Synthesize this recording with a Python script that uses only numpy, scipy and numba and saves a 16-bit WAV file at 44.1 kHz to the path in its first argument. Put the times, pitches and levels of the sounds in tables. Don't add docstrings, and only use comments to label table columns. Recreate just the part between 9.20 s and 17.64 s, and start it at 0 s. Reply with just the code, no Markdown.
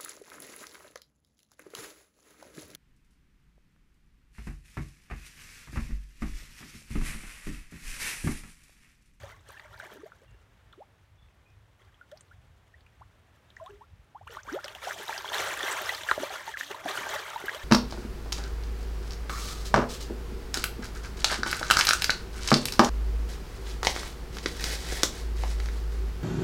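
import sys
import numpy as np
from scipy import signal
from scipy.fft import rfft, irfft
from scipy.io import wavfile
from scipy.ndimage import uniform_filter1d
from numba import njit

SR = 44100
rng = np.random.default_rng(int(sys.argv[2]) if len(sys.argv) > 2 else 0)


def convert_level_to_amplitude(level_db):
    exponent = np.asarray(level_db, float) / 20
    return 10 ** exponent


def log_audio(samples):
    frames = np.atleast_2d(samples).T
    limited = np.clip(frames, -1, 1)
    pcm = np.round(limited * 32767).astype(np.int16)
    wavfile.write(sys.argv[1], SR, pcm)


N = 372204

# freq_hz, relative_db
WOODS_TONE = [(14, -31), (24, -12.5), (54, -2), (101, -2), (144, -11.5), (240, -19), (575, -20.5),
              (1800, -24), (3540, -30.5), (4170, -35), (15800, -47.5)]
WOODS_DB = -59
# freq_hz, relative_db
SPLASH_TONE = [(59, -60), (100, -17), (189, -19), (265, -16), (500, -4), (1320, -1), (1820, -0.5),
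               (2550, -9), (3220, -4.5), (4920, -15), (5950, -11.5), (10500, -21.5), (13600, -21),
               (15800, -22.5)]
# start_s (of the hold), hold_s, froth_db, spray_above_froth_db, gurgle_above_froth_db
STROKES = [(0.0, 0.12, -51, -6.5, -37), (0.284, 0.059, -56, -3.5, -29), (0.402, 0.063, -54.5, -8, -31),
           (0.53, 0.017, -52.5, -10, -27), (0.598, 0.095, -52.5, -7.5, -11), (0.72, 0.23, -60, -6, -0.5),
           (2.615, 0.14, -67, -8, -9), (2.9, 0.21, -82.5, 9.5, 1), (4.378, 0.16, -63.5, -3, -33),
           (5.119, 0.031, -50, -4, -21), (5.3, 0.037, -44, -7.5, -1.5), (5.44, 0.12, -50, -4.5, -32),
           (5.637, 0.075, -40, -2.5, -33), (5.782, 0.16, -46.5, 0.5, -2), (5.886, 0.092, -40, -3, -15),
           (6.051, 0.019, -44.5, -3.5, -28), (6.143, 0.26, -32.5, -3.5, -5), (6.454, 0.22, -35, -3, -12.5),
           (6.681, 0.058, -39.5, -0.5, -37), (6.883, 0.031, -38, -3, -22), (7.002, 0.29, -38.5, -3.5, -19),
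           (7.394, 0.072, -50, 7, -42), (7.508, 0.2, -44, -9.5, -9.5), (7.684, 0.17, -36.5, -4, -8.5),
           (7.894, 0.12, -37, -4, -9.5), (8.077, 0.13, -43, -6.5, -25), (8.249, 0.23, -41, -5, -6.5)]
LAPPING_DB = -78, -81, -101
ATTACK_DB_PER_S, SAG_DB_PER_S = 330, 23
FROTH_FALL_DB_PER_S, SPRAY_FALL_DB_PER_S, GURGLE_FALL_DB_PER_S = 190, 133, 217
WASH_DB, WASH_FALL_DB_PER_S = -12, 42
# start_s, pitch_hz, length_ms (of the glide), level_db (peak before flutter)
POPS = [(0.0349, 548, 18, -40.5), (.122, 2050, 18, -49), (.139, 1065, 32, -52), (0.342, 1645, 19, -44.5),
        (0.367, 1670, 16, -43), (0.3963, 1820, 2.6, -27.5), (.449, 600, 14, -47), (.577, 957, 16, -48),
        (0.6, 1500, 8.4, -36), (0.721, 490, 7.1, -41), (0.8329, 450, 18, -39), (0.9195, 1430, 6, -43),
        (2.812, 1424, 12.5, -43), (3.54, 1834, 12, -49.5), (4.3674, 1910, 6.5, -38.5),
        (4.399, 1000, 16, -42.5), (4.4915, 405, 91, -48.5), (5.389, 1330, 8.5, -33),
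        (5.7095, 1600, 3.6, -19.5), (5.761, 705, 16, -37.5), (5.894, 900, 5.7, -22.5),
        (5.9287, 1700, 4.3, -21), (6.045, 980, 5.6, -26), (6.058, 1500, 4.4, -23), (6.119, 910, 4.8, -21),
        (6.158, 1610, 7.3, -25), (6.4063, 1810, 7.3, -23), (6.483, 2070, 8.9, -23.5),
        (6.6919, 1840, 13, -23), (6.9134, 1490, 2, -8.5), (6.9785, 575, 5.4, -21), (7.033, 526, 7.2, -22),
        (7.104, 743, 14, -29.5), (7.2777, 858, 10.5, -29), (7.372, 1930, 2.5, -24), (7.401, 1780, 3.4, -32),
        (7.41, 1680, 4, -24), (7.432, 1790, 5.4, -29), (7.544, 991, 12.5, -33.5), (7.774, 1400, 5, -20.5),
        (7.811, 1070, 7.6, -26.5), (7.841, 1540, 3.5, -27), (7.868, 870, 4, -24), (7.936, 837, 9.5, -24),
        (8.1594, 918, 16, -25.5), (8.2394, 394, 8.8, -28), (8.2823, 1610, 5.5, -20.5),
        (8.294, 1830, 3.9, -24.5)]
POP_RISE = 1.037
# start_s, first_pitch_hz, last_pitch_hz, length_ms (of the glide), level_db (peak before flutter)
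POCKETS = [(0.0619, 730, 890, 17, -51), (0.2898, 465, 575, 9.4, -46), (0.302, 990, 1290, 7.1, -42.5),
           (0.625, 603, 895, 26, -44.5), (0.701, 1440, 1750, 5.6, -43), (0.777, 232, 435, 58, -50),
           (0.8581, 594, 780, 21, -46.5), (1.532, 1450, 1190, 6.3, -41.5), (1.5766, 314, 1004, 53.5, -46),
           (2.918, 530, 727, 34, -43.5), (3.111, 1250, 1720, 18, -51), (3.81, 670, 1340, 17.5, -44.5),
           (4.409, 615, 767, 59, -41.5), (4.462, 980, 1370, 32, -44), (4.609, 850, 1227, 29, -46),
           (4.9478, 736, 1256, 29, -40.5), (5.0106, 655, 970, 16, -44.5), (5.0693, 880, 1620, 16, -36.5),
           (5.0962, 505, 404, 50, -43), (5.17, 980, 1230, 5.3, -27), (5.179, 1250, 1940, 27, -42),
           (5.273, 880, 2170, 44, -37.5), (5.3182, 243, 880, 67.4, -31.5), (5.4432, 477, 705, 18.6, -37),
           (5.555, 690, 980, 18, -38.5), (5.67, 644, 940, 15.5, -27), (6.8882, 1730, 1440, 9.9, -17.5),
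           (6.9155, 1320, 1020, 4.8, -15.5), (6.995, 244, 313, 42, -38), (7.01, 314, 480, 29.3, -37.5),
           (7.156, 1360, 1960, 14, -36), (7.3395, 1830, 1430, 16, -28.5), (7.409, 273, 321, 210, -59),
           (7.652, 230, 325, 16.5, -32.5), (7.659, 755, 642, 11, -22), (8.345, 480, 760, 38, -39.5)]
# start_s, peak_db, centre_hz
SLAPS = [(0.397, -42.5, 3970), (0.5754, -48, 4600), (0.597, -42, 3850), (1.5264, -46.5, 3450),
         (2.7427, -53, 2980), (2.9152, -44, 1600), (2.973, -45.5, 4930), (3.008, -42.5, 7700),
         (3.6067, -53, 3850), (3.664, -50, 2500), (4.303, -46, 3470), (4.365, -49, 6000),
         (4.461, -41, 3200), (5.075, -36, 2580), (5.166, -39, 3320), (5.232, -40.5, 5940),
         (5.443, -25, 4900), (5.4807, -28.5, 3030), (5.5493, -30, 2940), (5.978, -24.5, 5100),
         (6.132, -22.5, 3100), (6.182, -21.5, 3080), (6.6919, -25, 3550), (6.747, -24, 4400),
         (6.834, -26, 3360), (6.9119, -20.5, 3500), (7.139, -30, 3070), (7.513, -26.5, 2670),
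         (7.5462, -33, 3870), (7.7754, -24, 2900), (8.3467, -26, 3100)]
# start_s, length_s (fade to 1/e), pitch_hz, level_db (rms before the fade)
WHISTLES = [(1.07, .12, 2775, -72), (1.975, .09, 3460, -71), (2.252, .08, 2480, -68)]


def level(x, db):
    return x * convert_level_to_amplitude(db) / np.sqrt(np.mean(x ** 2))


def colour(x, points):
    hz, db = np.transpose(points)
    grid_hz = np.maximum(np.arange(4097) * SR / 8192, 1)
    log_gain = np.interp(np.log(grid_hz), np.log(hz), db) * np.log(10) / 20
    cepstrum = irfft(log_gain)
    cepstrum[1:4096] *= 2
    cepstrum[4097:] = 0
    impulse = irfft(np.exp(rfft(cepstrum)))
    return signal.fftconvolve(x, impulse)[:N]


def band(x, lo_hz, hi_hz):
    return signal.sosfilt(signal.butter(3, [lo_hz, hi_hz], "band", fs=SR, output="sos"), x)


def walk(rate_hz):
    hold = int(SR / rate_hz)
    steps = np.repeat(rng.standard_normal(N // hold + 1), hold)
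    return 2.02 * uniform_filter1d(uniform_filter1d(steps, hold), hold)[:N]


def woods():
    air = colour(rng.standard_normal(N), WOODS_TONE)
    rumble = signal.sosfilt(signal.butter(2, 160., fs=SR, output="sos"), air)
    hiss = air - rumble
    return level(rumble * convert_level_to_amplitude(2.72 * walk(14.0)) + hiss * convert_level_to_amplitude(.5 * walk(4.8)), WOODS_DB)


@njit
def ring(start, hz, cycles, glide, size, onset, out_len):
    out = np.zeros(out_len)
    for k in range(len(start)):
        span = cycles[k] * SR / hz[k]
        z, wait = size[k] + 0j, 1.
        turn = np.exp(2j * np.pi * hz[k] / SR - 1 / span)
        bend = np.exp(2j * np.pi * hz[k] / SR * glide[k] / span)
        opening = np.exp(-1 / (onset * span))
        for i in range(start[k], min(start[k] + int(4 * span), out_len)):
            out[i] += z.imag * (1 - wait)
            z *= turn
            turn *= bend
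            wait *= opening
    return out


def swarm(per_s, lo_hz, hi_hz, cycles, scatter_db, glide):
    when, pitch, length, strength, bend = rng.random((int(per_s * N / SR), 5)).T
    start = (when * N).astype(np.int64)
    hz = lo_hz * (hi_hz / lo_hz) ** pitch
    size = hz / hi_hz * convert_level_to_amplitude(-scatter_db * np.log(1 - .96 * strength))
    return ring(start, hz, cycles * (0.5 + 1.58 * length), glide * bend, size, 0.057, N)


def stirred(above_db, fall_db_per_s, still_db):
    t = np.arange(0, N, 64) / SR
    power = convert_level_to_amplitude(still_db) ** 2
    for (s, hold, db, *_), above in zip(STROKES, above_db):
        after = np.maximum(t - s - hold, 0)
        attack = ATTACK_DB_PER_S * np.maximum(s - t, 0)
        sag = SAG_DB_PER_S * np.clip(t - s, 0, hold)
        stroke = convert_level_to_amplitude(db + above - (attack + sag + fall_db_per_s * after))
        wash = (t > s + hold) * convert_level_to_amplitude(db + above + WASH_DB - WASH_FALL_DB_PER_S * after)
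        power = power + stroke ** 2 + wash ** 2
    return np.interp(np.arange(N) / SR, t, 10 * np.log10(power))


def thrashing():
    *_, spray_above, gurgle_above = np.transpose(STROKES)
    froth_db = stirred(np.zeros(len(STROKES)), FROTH_FALL_DB_PER_S, LAPPING_DB[0])
    spray_db = stirred(spray_above, SPRAY_FALL_DB_PER_S, LAPPING_DB[1])
    gurgle_db = stirred(gurgle_above, GURGLE_FALL_DB_PER_S, LAPPING_DB[2])

    calm = np.clip((-34.5 - froth_db) / 23.3, 0, 1)
    gush = convert_level_to_amplitude((1.5 + 2.4 * calm) * walk(65.))

    gurgle = swarm(130., 113.2, 444.0, 1.8, 5.4, 0.227)
    loose_froth = swarm(800., 340.2, 2307.0, 5.57, 4.0, 0.179)
    dense_froth = swarm(3000., 431.0, 2470.0, 1.63, 1.2, 0.15)
    froth = level(loose_froth, 0) + (1 - calm) * level(dense_froth, -3.1)

    crackle = swarm(2500., 2287.0, 14720.0, 6.1, 1.6, 0.084)
    hiss = band(rng.standard_normal(N), 2500., 17000.)
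    drops = swarm(450., 2414.0, 13980.0, 4.6, 8.5, 0.046)
    spray = (1 - 0.16 * calm) * (level(crackle, 0) + level(hiss, -0.5)) + level(drops, -1.66)

    layers = [(gurgle * gush ** 1.35, gurgle_db),
              (froth * gush ** 0.49, froth_db),
              (spray * np.sqrt(gush), spray_db)]
    return sum(level(colour(x, SPLASH_TONE), db) for x, db in layers)


def bubbles():
    out = np.zeros(N + SR)
    wobble = 1 + 0.022 * walk(200.)
    closed = [(s, hz, hz * POP_RISE, ms, db) for s, hz, ms, db in POPS]
    for s, first_hz, last_hz, ms, db in POCKETS + closed:
        span = ms * SR / 1000
        u = np.arange(int(1.7 * ms * SR / 1000)) / span
        hz = first_hz * (last_hz / first_hz) ** u
        top = np.clip(0.2 + 0.6 * np.log(last_hz / first_hz), .05, .9)
        rise = np.sin(np.pi / 2 * np.minimum(u / top, 1)) ** 0.38
        fade = np.exp(-1.5 * (np.maximum(u - top, 0) / (1 - top)) ** 0.74)
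        i = int(s * SR)
        phase = 2 * np.pi * np.cumsum(hz * wobble[i:i + len(u)]) / SR
        out[i:i + len(u)] += convert_level_to_amplitude(db) * rise * fade * np.sin(phase)
    flutter = convert_level_to_amplitude(1.6 * walk(220.))
    return out[:N] * flutter


def slaps():
    out = np.zeros(N + SR)
    t = np.arange(2000) / SR
    noise = rng.standard_normal((len(SLAPS), len(t)))
    for (s, db, hz), fizz in zip(SLAPS, noise):
        burst = fizz * (np.exp(-t / 0.0024) + 0.15 * np.exp(-t / 0.011))
        tick = band(burst, 0.847 * hz, 1.175 * hz)
        breadth = np.clip((db + 65) / 51.0, 0, 1)
        burst = tick + breadth * colour(burst, SPLASH_TONE)[:len(t)]
        i = int(s * SR)
        out[i:i + len(t)] += convert_level_to_amplitude(db) * burst / np.abs(burst).max()
    return out[:N]


def bird():
    t, out = np.arange(N) / SR, 0
    for s, length, hz, db in WHISTLES:
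        u = np.maximum(t - s, 0) / length
        note = level(band(rng.standard_normal(N), .975 * hz, hz / .975), db)
        out = out + np.minimum(10 * u, 1) * np.exp(-u ** 2) * note
    return out


def banks(x):
    t = np.arange(int(.12 * SR)) / SR
    tail = band(rng.standard_normal(len(t)), 167.0, 4900.0) * np.exp(-t / 0.01) * (t > .003)
    tail = tail / np.sqrt(np.sum(tail ** 2))
    return x + convert_level_to_amplitude(-18.0) * signal.fftconvolve(x, tail)[:N]


def scene():
    water = thrashing() + bubbles() + slaps()
    return (woods() + banks(water) + bird())[None]


def band_limit(x):
    return signal.sosfilt(signal.butter(12, 15920, fs=SR, output="sos"), x)


def record(dry):
    edges = signal.ellip(9, .2, 80, [36, 15800], "band", fs=SR, output="sos")
    mix = signal.sosfilt(edges, dry)
    return band_limit(mix)


dry = scene()
out = record(dry)
log_audio(out)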